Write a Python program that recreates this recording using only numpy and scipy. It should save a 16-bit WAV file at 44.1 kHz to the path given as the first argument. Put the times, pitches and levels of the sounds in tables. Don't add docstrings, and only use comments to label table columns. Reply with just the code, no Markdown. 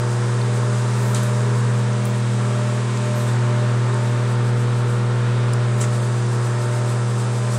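import sys
import numpy as np
from scipy import signal
from scipy.fft import rfft, irfft, next_fast_len
from scipy.io import wavfile
from scipy.ndimage import uniform_filter1d

SR = 44100
rng = np.random.default_rng(int(sys.argv[2]) if len(sys.argv) > 2 else 0)


def amplitude_ratio(level_db):
    exponent = np.asarray(level_db, float) / 20
    return 10 ** exponent


def inscribe(sig):
    pcm = np.round(np.clip(np.atleast_2d(sig).T, -1, 1) * 32767)
    wavfile.write(sys.argv[1], SR, pcm.astype(np.int16))


N = 334278
T = np.arange(N) / SR
MAINS_HZ = 60.014


def curves(table):
    s, *columns = np.transpose(table)
    return [np.interp(T, s, c) for c in columns]


def colour(table, hz):
    return np.interp(np.log(hz), np.log(np.array(table)[:, 0]), np.array(table)[:, 1])


def noise(table, peaks=(), count=N):
    size = next_fast_len(count, True)
    hz = np.fft.rfftfreq(size, 1 / SR) + 1
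    db = colour(table, hz)
    for centre, width, gain in peaks:
        db = db + gain / (1 + (2 * (hz - centre) / width) ** 2)
    inside = (hz < 1.05 * table[-1][0]) * (hz > .9 * table[0][0])
    x = irfft(rfft(rng.standard_normal(size)) * amplitude_ratio(db) * inside, size)[:count]
    return x / x.std()


def hump(hz, width):
    return [(hz / width ** 2, -30), (hz / width, -6), (hz, 0), (hz * width, -8), (hz * width ** 2, -30)]


def walk(rate):
    k = int(SR / rate)
    held = np.repeat(rng.standard_normal(N // k + 1), k)
    return 1.42 * uniform_filter1d(uniform_filter1d(held, k), k)[:N]


def tone(turns, db):
    return np.sqrt(2) * amplitude_ratio(db) * np.sin(2 * np.pi * turns)


# time in seconds, then position towards the door, sideways and upwards (-1 to 1).
HAND_PATH = [(0.05, -0.86, 0.84, -0.37), (0.5, -0.53, -0.26, 0.48), (0.95, -0.94, -0.79, -0.021),
             (1.4, -0.4, -1.2, 0.34), (1.8, -0.031, -0.57, 0.64), (2.2, 0.55, -0.75, -0.068),
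             (2.7, 0.46, -0.93, -0.27), (3.1, 0.56, -0.8, -0.67), (3.5, 0.93, 0.0073, -0.6),
             (4.0, 0.58, 0.28, -0.28), (4.5, 0.81, 0.96, 0.35), (5.0, 0.67, 0.94, 0.75),
             (5.5, 0.67, 0.54, 0.44), (5.9, -0.39, -0.0, 0.22), (6.3, -0.93, 0.87, -0.22),
             (6.7, -0.38, 0.66, -0.53), (7.1, -0.69, 0.4, 0.11), (7.55, -0.61, -0.47, 0.31)]


def field(gains_db):
    s, *place = np.transpose(HAND_PATH)
    return np.interp(T, s, np.dot(gains_db, place))


# multiple of the mains, mean level in dB.
HUM_LINES = [(1, -53.8), (2, -19.2), (3, -49.2), (4, -41.9), (6, -37.8), (7, -43.6), (8, -39.2), (9, -50.8),
             (10, -40.2), (11, -47.4), (12, -53.6), (18, -51.9), (20, -49.7), (22, -46.7), (23, -53.5),
             (24, -48.5), (28, -57.3), (30, -55.9), (36, -59.6), (54, -63.8), (55, -64.9), (83, -63.3),
             (125, -68.1), (144, -65.1), (145, -65.3), (142, -67), (148, -67.9), (150, -68), (158, -67),
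             (160, -62.5)]
# time in seconds, level in dB.
HUM_SWAY = [(0.03, -20), (0.4, -18.9), (0.8, -19.5), (1.1, -19.1), (1.75, -18), (2.05, -20), (2.3, -19.2),
            (2.6, -19.4), (2.9, -21), (3.2, -20.5), (3.35, -18), (3.8, -18), (4.02, -20), (4.12, -18.7),
            (5.8, -19), (6.1, -19), (6.6, -19.9), (7.55, -20)]
HUM_FIELD = {1: (2.2, 2.6, 2.5), 4: (4.1, -1.4, -.8), 6: (0.091, 3.2, -1.8), 7: (.1, -.8, 3.5),
             8: (-0.96, 0.99, 3.5), 10: (2.1, -0.19, -1.6), 20: (2.6, .8, -.4), 22: (.2, 1.6, -.3),
             24: (1.3, 2.3, -.2), 11: (-.5, .3, .1), 142: (-5, 3, -6), 144: (-4, 1.5, -1.5),
             145: (1.5, 0, -.5), 148: (-5, -.5, 1.5), 150: (-5, 1.5, -3), 158: (-1.5, -5, .3),
             160: (-6, -2.5, -.5)}


def transformer():
    out = 0
    for k, db in HUM_LINES:
        start = rng.random() * (1 if k % 2 else .25) * (k != 10)
        if k == 2:
            level = curves(HUM_SWAY)[0] + .35 * walk(6)
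        elif k in HUM_FIELD:
            level = db - 0.27 + field(HUM_FIELD[k]) + 0.7 * walk(1.66)
        else:
            level = db + (2.5 + k / 80) * walk(1.1) - 1 - k / 100
        out = out + tone(k * MAINS_HZ * T + start, level)
    return out


# frequency in Hz, level in dB per line.
BUZZ = [(700, -58), (1200, -55), (1900, -61), (2300, -70), (3400, -66), (5500, -73), (7500, -70),
        (8600, -67), (9700, -71), (11000, -88)]


def laminations():
    k = np.setdiff1d(np.arange(13, 186), np.array(HUM_LINES)[:, 0]).astype(int)
    place = (MAINS_HZ * T % 1) * 4096
    out = 0
    for _ in range(3):
        lines = np.zeros(2049, complex)
        phasors = rng.standard_normal(len(k)) + 1j * rng.standard_normal(len(k))
        lines[k] = amplitude_ratio(colour(BUZZ, k * MAINS_HZ) - 7.5) * phasors
        cycle = irfft(lines) * 2048
        out = out + amplitude_ratio(4 * walk(.8)) * np.interp(place, np.arange(4097), np.append(cycle, cycle[0]))
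    return out


# time in seconds, rotation in Hz.
FAN_SHAFT = [(0, 50.13), (2.4, 50.14), (3.6, 50.21), (4.4, 50.1), (4.8, 49.96), (5.3, 50.08), (7.58, 50.13)]
BLADES = {4: (-33.5, 0.7, -2.5, 0.9), 8: (-43.5, 0.7, -2.5, 2), 18: (-44.5, 0.2, 0.3, -2.4),
          12: (-46, -2.2, -4, -7.5)}
# shaft multiple, mains multiple added, level in dB.
WHIR = [(1, 0, -63), (2, 0, -60), (4, 2, -52), (17, 2, -51), (18, 2, -49), (18, -2, -51), (16, 0, -60)]
# time in seconds, level change in dB.
FLOW = [(0, 0.2), (.9, 1.2), (1.5, 0.1), (2.0, -1.4), (2.6, -0.6), (3.1, 0), (3.8, 1.1), (4.4, 0.4),
        (5.0, -0.1), (5.9, -0.8), (6.5, .2), (7.58, -0.3)]


def fan():
    turns = np.cumsum(curves(FAN_SHAFT)[0]) / SR
    beat_s = 3.14
    meet = 10 * MAINS_HZ * beat_s - 12 * turns[int(beat_s * SR)]
    out = 0
    for k, (db, *gains) in BLADES.items():
        start = meet if k == 12 else rng.random()
        level = db + field(gains) + walk(9) + (k > 4) * 2.2 * curves(FLOW)[0]
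        out = out + tone(k * turns + start, level)
    for k, m, db in WHIR:
        out = out + tone(k * turns + m * MAINS_HZ * T + rng.random(), db + 2.5 * walk(1.5))
    return out


# time in seconds, level in dB.
SWISHES = [(0.125, -46), (0.564, -45.5), (0.788, -46), (1.377, -56), (1.581, -47), (1.786, -48),
           (2.165, -48), (2.34, -49), (2.454, -50), (2.744, -53), (3.213, -43.5), (3.288, -45),
           (4.056, -50), (4.31, -47.7), (4.475, -47), (4.605, -46), (4.789, -48.7), (4.904, -47),
           (5.951, -43.5), (6.041, -46), (6.166, -49), (6.341, -46), (6.455, -45), (6.63, -44.5),
           (6.755, -44.5), (6.904, -42.5), (7.104, -49), (7.204, -44), (7.363, -45), (7.543, -40.5)]
# frequency in Hz, level in dB per Hz.
ROLLING = [(1500, -23), (3500, -5), (5500, -5), (6500, -6.5), (8000, 1.5), (9800, -6.5), (11000, -11),
           (15500, -27)]


def swishes():
    power = amplitude_ratio(-55.5 + 1.8 * walk(9)) ** 2
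    for s, db in SWISHES:
        power = power + amplitude_ratio(db) ** 2 * np.exp(-((T - s) / 0.027) ** 2)
    return np.sqrt(power) * amplitude_ratio(2.5) * noise(ROLLING)


# loudest moment in seconds, level in dB, rise in seconds, T60 in seconds, centre in Hz.
DRAGS = [
    (1.1, -49, 0.12, 0.8, 12000),
    (1.15, -32.5, 0.005, 0.4, 7800),
    (1.152, -38, .006, .4, 4000),
    (1.235, -42, .006, 0.24, 10000),
    (2.058, -45, .014, .2, 14500),
    (3.17, -48, .02, 0.48, 12000),
    (5.8, -52, .014, .4, 14500),
    (5.818, -28.5, .012, 0.14, 7600),
    (5.843, -35, .01, .08, 7000),
    (7.55, -43, 0.054, .5, 8000),
]
# frequency in Hz, level in dB per Hz.
PLATE = [(700, -12), (1200, -2.5), (3000, -3), (5500, -8), (6500, -14)]


def scrapes():
    plate = noise(PLATE)
    out = 0
    for s, db, rise, t60, hz in DRAGS:
        swell = np.exp(-((T - s) / rise) ** 2)
        decay = amplitude_ratio(-60 * np.abs(T - s) / t60)
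        shape = np.where(T < s, swell, decay)
        out = out + shape * amplitude_ratio(db) * (noise(hump(hz, 1.31)) + amplitude_ratio(-6.5) * plate)
    return out


# time in seconds, peak level in dB, centre in Hz, spread as a frequency ratio.
TICKS = [(1.145, -17, 8300, 1.23), (1.147, -22, 6000, 1.1), (1.2316, -23, 8200, 1.4),
         (1.929, -29, 5500, 1.3), (2.0527, -23, 9200, 1.25), (2.0844, -40, 14000, 1.15),
         (2.9721, -27, 5590, 1.6), (3.9414, -27.5, 8100, 1.2), (5.5333, -21.5, 9300, 1.08),
         (5.5335, -25, 7600, 1.08), (5.5337, -29, 4970, 1.1), (5.838, -18, 1400, 1.4),
         (5.5333, -39, 13500, 1.2), (5.7823, -32, 8330, 1.3), (5.8117, -19, 8000, 0.84),
         (6.7386, -31, 7850, 1.3), (7.1886, -31, 8600, 1), (0.4143, -26.5, 4000, 1.12)]


def ticks():
    out = np.zeros(N)
    age = np.arange(2048) / SR
    envelope = amplitude_ratio(-60 * age / 0.015) * np.minimum(age / 0.0023, 1)
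    for s, db, hz, spread in TICKS:
        tick = noise(hump(hz, max(spread, 1.05)), count=len(age)) * envelope
        i = int(s * SR)
        out[i:i + len(age)] += amplitude_ratio(db - 1.3) * tick / np.abs(tick).max()
    return out


# time in seconds, frequency in Hz, level in dB, length in seconds.
BUMPS = [
    (1.51, 322, -38, 0.031),
    (3.28, 50, -48, .06),
    (3.75, 56, -52, .1),
    (.02, 40, -47, .04),
]


def bumps():
    return sum(tone(hz * T, db) * np.exp(-((T - s) / length) ** 2) for s, hz, db, length in BUMPS)


# frequency in Hz, level in dB per Hz.
BODY = [(20, -85), (45, -86), (90, -72.5), (150, -67), (300, -67.5), (500, -64.5), (700, -69), (1100, -65),
        (1500, -68), (1900, -71.5), (2400, -93)]
VENTS = [(1500, -93), (1900, -69.5), (2400, -72), (3200, -76), (3800, -75), (4600, -81.5), (5500, -92)]
GRILLE = [(4000, -86), (4700, -79), (6400, -78), (7200, -104)]
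HISS = [(5800, -94), (6600, -73), (8000, -71), (9500, -78.5), (11000, -89), (12500, -93), (16000, -94.5)]
# centre in Hz, width in Hz, gain in dB.
CABINET = [(211, 19, 6), (259, 8.1, 2.5), (378, 14, -5), (406, 20, 8.5), (557, 9.8, 4.5), (654, 16, -0.5),
           (800, 60, -0.5), (873, 40, -0.5), (1040, 98, 0.5), (1348, 37, 3.5), (1400, 32, -8),
           (1620, 74, 1.5), (1997, 55, -9)]


def air():
    flow = curves(FLOW)[0]
    pulse = 1 + 0.11 * np.sin(4 * np.pi * MAINS_HZ * T)
    body_db = -33 + field((0.15, -0.5, -0.2)) + flow + 0.57 * walk(7)
    vents_db = -41.5 + field((1.5, -0.45, -.2)) + 0.28 * flow + 0.46 * walk(9.9)
    grille_db = -47 + field((-1.9, -0.9, -2))
    hiss_db = -46 + field((-2.2, -1.9, -1.8)) + .6 * walk(14)
    body = amplitude_ratio(body_db) * noise(BODY, CABINET) * pulse
    vents = amplitude_ratio(vents_db) * noise(VENTS, CABINET) * pulse ** .2
    mesh = (amplitude_ratio(grille_db) * noise(GRILLE) + amplitude_ratio(hiss_db) * noise(HISS)) * pulse ** 0.31
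    return body + vents + mesh


def scene():
    oven = transformer() + laminations() + fan() + swishes() + scrapes() + ticks() + bumps() + air()
    return oven[None]


# frequency in Hz, level in dB.
BAND_FLOOR = [(9600, -52), (10700, -48.5), (11400, -48.5), (12000, -47.5), (13500, -49), (15500, -50)]
# time in seconds, dB against that band's level.
MESH_FLOOR = [(0, -7), (3.7, -6), (4.1, -3.5), (5.5, -3.5), (5.7, -1.6), (7.58, -1.6)]


def treble_gaps(x):
    how = dict(fs=SR, window="cosine", nperseg=2048, noverlap=1024)
    hz, s, z = signal.stft(x, **how)
    bands = np.abs(z[:1024].reshape(32, 32, -1)) ** 2
    centre = hz[16:1024:32, None]
    hiss = bands[10:13].mean((0, 1))
    rise_db = 10 * np.log10(signal.medfilt(hiss, 21) / np.median(hiss))
    scatter_db = 1.3 * rng.standard_normal(bands.shape[::2])
    need = amplitude_ratio(colour(BAND_FLOOR, centre) - 21.5 + .7 * rise_db + scatter_db) ** 2
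    z[:1024] *= np.repeat((bands.sum(1) > need) | (centre < 9700), 32, axis=0)

    mesh = (hz > 5200) & (hz < 6850)
    power = np.abs(z[mesh]) ** 2
    nearby = signal.convolve2d(power, np.ones((4, 2)) / 8, "same", "symm")
    floor = amplitude_ratio(np.interp(s, *np.transpose(MESH_FLOOR)) + .6 * rng.standard_normal(len(s))) ** 2
    z[mesh] *= nearby > floor * signal.medfilt(np.mean(power, axis=0), 21)

    top = np.abs(z[hz > 9750]) ** 2
    around = uniform_filter1d(top, size=48, axis=0)
    nearby = signal.convolve2d(top, np.ones((4, 1)) / 4, "same", "symm")
    z[hz > 9750] *= nearby > amplitude_ratio(-2) ** 2 * around
    z[hz > 15800] = 0
    return signal.istft(z, **how)[1][:N]


def top_cut(x):
    return signal.sosfilt(signal.butter(12, 15700, fs=SR, output="sos"), x)


def record(dry):
    mix = treble_gaps(dry[0])[None]
    return top_cut(mix)


dry = scene()
out = record(dry)
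inscribe(out)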